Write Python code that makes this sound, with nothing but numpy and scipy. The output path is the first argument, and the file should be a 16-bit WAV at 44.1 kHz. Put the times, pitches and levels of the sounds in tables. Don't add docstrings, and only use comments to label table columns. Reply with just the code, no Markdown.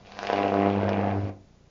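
import sys
import numpy as np
from scipy import signal
from scipy.fft import rfft, irfft
from scipy.io import wavfile

SR = 44100
rng = np.random.default_rng(int(sys.argv[2]) if len(sys.argv) > 2 else 0)


def generate_wav(signal):
    frames = np.transpose(np.atleast_2d(signal))
    scaled = np.clip(frames, -1, 1) * 32767
    pcm = np.round(scaled).astype(np.int16)
    wavfile.write(sys.argv[1], SR, pcm)


N = 74970

RESTRIKE_HZ, FIRST_STRIKE_S = 99.78, .0502
BREAK_S, BREAK_FADE_S = 1.296, 0.004
TOP_HZ = 7150

# time_s, nominal_leg_lag_ms, pop_width_ms, pop_bass_db
ARC_GROWTH = [(.25, 0.06, 0.04, -34), (.36, 0.36, 0.14, -5), (.5, 0.24, 0.17, -3), (.65, 0.13, 0.12, 2.5),
              (.75, 0.84, 0.17, -1.5), (.81, 1.39, .12, 0.5), (1.08, 1.25, 0.19, -2.5),
              (1.17, 0.89, 0.17, 3.5), (1.29, 0.72, 0.35, 5)]
# time_s, relative_crack_db, brightness (0 to 1), extra_pop_db
VIOLENT_STRIKES = [(.07, -29, 0.46, -4.5), (.12, -24, 0.8, 1.5), (.15, -31.5, 1, 5), (.17, -39.5, .5, 8.5),
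                   (.19, -15.5, 1, 4.5), (.23, -18, 1, 11), (.25, -26, .7, 8), (.27, -15.5, .9, 10.5),
                   (.29, -32, 0.7, 1.5), (.30, -18, 0.1, 10), (.33, -11.5, 0.5, 8), (.341, -26.5, 0.3, 3),
                   (.381, -29.5, 0.6, 2.5), (.441, -36.5, 0.5, 2), (.451, -31.5, 0.1, 4.5),
                   (.481, -17, 0.3, -30.5), (.521, -30, 0.2, 5), (.541, -24.5, 1, 3), (.622, -23, 0.4, 0.5),
                   (.672, -32, 0.3, 1), (.702, -30, 1, -1), (.823, -30, 0, 2), (.832, -38, 0, 7),
                   (.842, -23.5, 0, -21.5), (.892, -17.5, 0.83, 4), (.902, -27.5, 1, -2.5),
                   (.932, -25, 0.6, -9.5), (.982, -37, 0, -2), (1.012, -23, 0, -6.5), (1.072, -35, 0, 5),
                   (1.112, -32, 0.1, 0.5)]


def undb(db):
    return 10 ** (np.asarray(db) / 20)


def curve(rows, t, column=1):
    rows = np.array(rows, float)
    return np.interp(t, rows[:, 0], rows[:, column])


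def unit(x):
    return x / np.sqrt(np.mean(x ** 2))


def colour(x, spectrum):
    hz, db = np.array(spectrum, float).T
    f = np.fft.rfftfreq(2 * N, 1 / SR)
    gain = undb(np.interp(np.log(f + 1), np.log(hz), db)) / np.sqrt(1 + (f / TOP_HZ) ** 20)
    return irfft(rfft(x, 2 * N) * unit(gain))[:N]


def clicks(times, sizes):
    at = np.clip(times * SR, 0, N - 2)
    i = at.astype(int)
    return np.bincount(i, sizes * (1 - at + i), N) + np.bincount(i + 1, sizes * (at - i), N)


def nearest_strike(times):
    return np.maximum(np.round((times - FIRST_STRIKE_S) * RESTRIKE_HZ), 0).astype(int)


def burning(t):
    return np.clip((BREAK_S - t) / BREAK_FADE_S + 1, 0, 1)


def background(t):
    # frequency_hz, gain_db
    hiss_spectrum = [(20, 0.5), (70, -21.5), (130, 5), (320, -5), (600, -6), (1100, -15.5), (2500, -21.5),
                     (7000, -23)]
    flutter_hz, start_s, edge_s, decay_s = 30.1, .016, 0.0012, 0.0026
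    from_thump_s = (((t - start_s) * flutter_hz + .5) % 1 - .5) / flutter_hz
    thumps = np.tanh(from_thump_s / edge_s) * np.exp(-np.abs(from_thump_s) / decay_s)
    return undb(-58.5) * unit(thumps) + undb(-60) * colour(rng.standard_normal(N), hiss_spectrum)


def room(x, tail_db):
    # delay_ms, gain
    reflections = [(1.8, 0.094), (4.1, 0.19), (6.9, 0.13), (14.2, 0.092)]
    # frequency_hz, gain_db
    tail_spectrum = [(80, -12.5), (400, -2), (800, 3.5), (1400, 2), (2500, 0.5), (7000, -18)]
    # frequency_hz, gain_at_resonance
    standing_waves = [(124, 1.5), (232, 2.3), (294, 2.4), (328, 2.2), (356, 1.9), (395, 2.16), (452, 0.4),
                      (474, 0.38), (499, 0.3), (552, 0.4), (590, 0.27), (647, 1.7), (683, 1.3), (752, 1.3),
                      (848, 1.2), (1098, 1.3)]
    tail_t60_s, tail_onset_s, mode_t60_s = 0.26, 0.0055, .42
    t = np.arange(N) / SR
    delay_ms, gain = np.array(reflections).T
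    early = clicks(delay_ms / 1000, gain)
    fade = np.exp(-np.log(1000) * t / tail_t60_s) * (1 - np.exp(-(t / tail_onset_s) ** 2))
    tail = unit(colour(rng.standard_normal(N), tail_spectrum) * fade) * np.sqrt(2 * TOP_HZ / SR / N)
    damping = np.log(1000) / mode_t60_s
    modes = sum(g * np.cos(2 * np.pi * hz * t) for hz, g in standing_waves)
    modes *= np.exp(-damping * t) * 2 * damping / SR
    return x + signal.fftconvolve(x, early + modes + undb(tail_db) * tail)[:N]


def sizzle(t):
    # frequency_hz, gain_db
    spectrum = [(100, -7.5), (400, 10.5), (800, 12), (1200, 3), (2500, -2), (5000, -1.5), (7000, -12.5)]
    # time_s, level_db
    envelope = [(0, -58.5), (.045, -60), (.06, -54), (.16, -50), (.22, -42.5), (.33, -44), (.5, -48.5),
                (.75, -54), (1.29, -54.5)]
    return colour(rng.standard_normal(N), spectrum) * undb(curve(envelope, t)) * burning(t)


def hum(t):
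    # time_s, fundamental_db, octave_db
    envelopes = [(0.0, -64, -60.5), (0.16, -60.5, -51.5), (0.412, -42.5, -36.5), (0.458, -41.5, -37),
                 (0.626, -34.5, -28.5), (0.752, -31, -27.5), (0.876, -28, -31), (0.908, -32.5, -29),
                 (1.09, -30, -30), (1.25, -26, -42.5), (1.28, -35.5, -41)]
    lags_s, t60_s, waver_depth = (.0013, 0.00037), 0.39, 0.19
    release = np.exp(-np.log(1000) * np.maximum(t - BREAK_S + BREAK_FADE_S, 0) / t60_s)
    knots = np.arange(0, N / SR, 2 / RESTRIKE_HZ)
    tone = 0
    for harmonic, lag_s in enumerate(lags_s, 1):
        waver = 1 + waver_depth * np.interp(t, knots, rng.standard_normal(len(knots)))
        size = undb(curve(envelopes, t, column=harmonic)) * waver
        tone += size * np.cos(2 * np.pi * harmonic * RESTRIKE_HZ * (t - FIRST_STRIKE_S - lag_s))
    return np.sqrt(2) * undb(-2) * tone * release


def sparks(times, sizes, filaments=3):
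    decay_s, grit = .0007, .45
    t = np.arange(N) / SR
    spread_s = 1.9 * curve(ARC_GROWTH, times, column=2) / 1000
    offsets_s = rng.uniform(-0.77, 1, (len(times), filaments)).T * spread_s
    clusters = sum(clicks(times + offsets_s[k], (-1) ** k * sizes) for k in range(filaments))
    tail_envelope = signal.fftconvolve(clicks(times, sizes), np.exp(-t / decay_s))[:N]
    tails = grit * tail_envelope * rng.standard_normal(N)
    return (clusters / np.sqrt(filaments) + tails) / np.sqrt(1 + grit ** 2 * decay_s * SR / 2)


def crackle(times):
    # time_s, relative_level_db
    envelope = [(.05, -51.5), (.16, -58), (.25, -45), (.35, -32.5), (.5, -40.5), (.6, -38.5), (.72, -39),
                (.79, -40.5), (.87, -43.5), (.92, -38.5), (1.0, -47.5), (1.11, -42.5), (1.16, -70),
                (1.25, -47), (1.29, -70)]
    # frequency_hz, gain_db
    dull_spectrum = [(300, -14.5), (900, 4.5), (1500, -6.5), (2000, 2.5), (2700, 2), (3400, -5),
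                     (5000, -18), (7000, -32)]
    # frequency_hz, gain_db
    bright_spectrum = [(200, -30), (800, 6), (2600, -2.5), (4000, -3), (5200, -3.5), (7000, -20)]
    spark_trim_db, crack_trim_db, scatter_db, jitter_s = -0.5, 5.5, 2.5, 0.00035
    strength, lateness = rng.standard_normal((len(times), 2)).T
    spark_db = curve(envelope, times) + spark_trim_db + scatter_db * strength
    sizes = burning(times) * undb(spark_db) * np.sqrt(SR / RESTRIKE_HZ) / 2
    small = sparks(times + jitter_s * lateness, sizes)
    near_s, crack_db, brightness, _ = np.array(VIOLENT_STRIKES).T
    crack_times = times[nearest_strike(near_s)]
    cracks = sparks(crack_times, undb(crack_db + crack_trim_db))
    bright = cracks * np.interp(np.arange(N) / SR, crack_times, brightness)
    return colour(small + cracks - bright, dull_spectrum) + colour(bright, bright_spectrum)


def churn(pulses, decay_s=0.0021):
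    envelope = signal.lfilter([1], [1, -np.exp(-1 / (decay_s * SR))], pulses)
    return envelope * rng.standard_normal(N) / np.sqrt(decay_s * SR / 2)


def pops(times):
    # time_s, relative_level_db
    envelope = [(.05, -60), (.13, -61.5), (.2, -44.5), (.28, -35), (.34, -26), (.42, -25), (.5, -26.5),
                (.57, -25), (.67, -26), (.76, -26.5), (.84, -27.5), (1.0, -23), (1.11, -26.5), (1.17, -34),
                (1.29, -35.5)]
    # time_s, extra_pop_db
    soft_strikes = [(.261, -28), (.311, -8), (.321, -18), (.511, -23), (.872, -2.5)]
    # frequency_hz, gain_db
    spectrum = [(60, -21.5), (150, -11.5), (220, -5), (300, -0.5), (400, -1), (500, 3.5), (600, -2.5),
                (700, 2), (820, -2), (1000, -8.5), (1150, -10), (1500, -12), (2500, -17.5), (7000, -67.5)]
    trim_db, scatter_db, jitter_ms, bass_hz = -1.5, 1.2, .05, 450
    polarity_share, writhe_share, leg_imbalance = .25, .17, .25
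    strength, early_writhe, late_writhe, lateness = rng.standard_normal((len(times), 4)).T
    extra_db = scatter_db * strength
    for strikes in (np.array(VIOLENT_STRIKES), np.array(soft_strikes)):
        extra_db[nearest_strike(strikes[:, 0])] = strikes[:, -1]
    pop_db = curve(envelope, times) + trim_db + extra_db
    sizes = burning(times) * undb(pop_db) * np.sqrt(SR / RESTRIKE_HZ) / 2
    polarity = (-1) ** np.arange(len(times))
    lag_ms, width_ms = curve(ARC_GROWTH, times), curve(ARC_GROWTH, times, column=2)
    sigmas = np.linspace(-3, 3, 121)[:, None]
    gaussian = np.exp(-sigmas ** 2 / 2)
    gaussian /= gaussian.sum()
    pulses = 0
    for side, writhe in ((-0.98, early_writhe), (0.76, late_writhe)):
        lag_share = side * (1 + polarity_share * polarity) / 2 + writhe_share * writhe
        offset_ms = lag_ms * lag_share + jitter_ms * lateness
        arrival_s = times + (offset_ms + width_ms * sigmas) / 1000
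        pressure = gaussian * sizes * (1 + leg_imbalance * side * polarity)
        pulses += clicks(arrival_s.ravel(), pressure.ravel())
    popping = colour(pulses + 0.4 * churn(pulses), spectrum)
    bass = signal.sosfiltfilt(signal.butter(2, bass_hz, fs=SR, output="sos"), popping)
    bass_gain = undb(curve(ARC_GROWTH, np.arange(N) / SR, column=3))
    return popping + (bass_gain - 1) * bass


def scene():
    t = np.arange(N) / SR
    strike_times = np.arange(FIRST_STRIKE_S, N / SR, 1 / RESTRIKE_HZ)
    arc = room(pops(strike_times), tail_db=-5)
    arc += room(crackle(strike_times) + sizzle(t), tail_db=-6.5)
    return (arc + hum(t) + background(t))[None]


def record(dry):
    return signal.sosfilt(signal.ellip(10, .2, 70, TOP_HZ, fs=SR, output="sos"), dry)


dry = scene()
out = record(dry)
generate_wav(out)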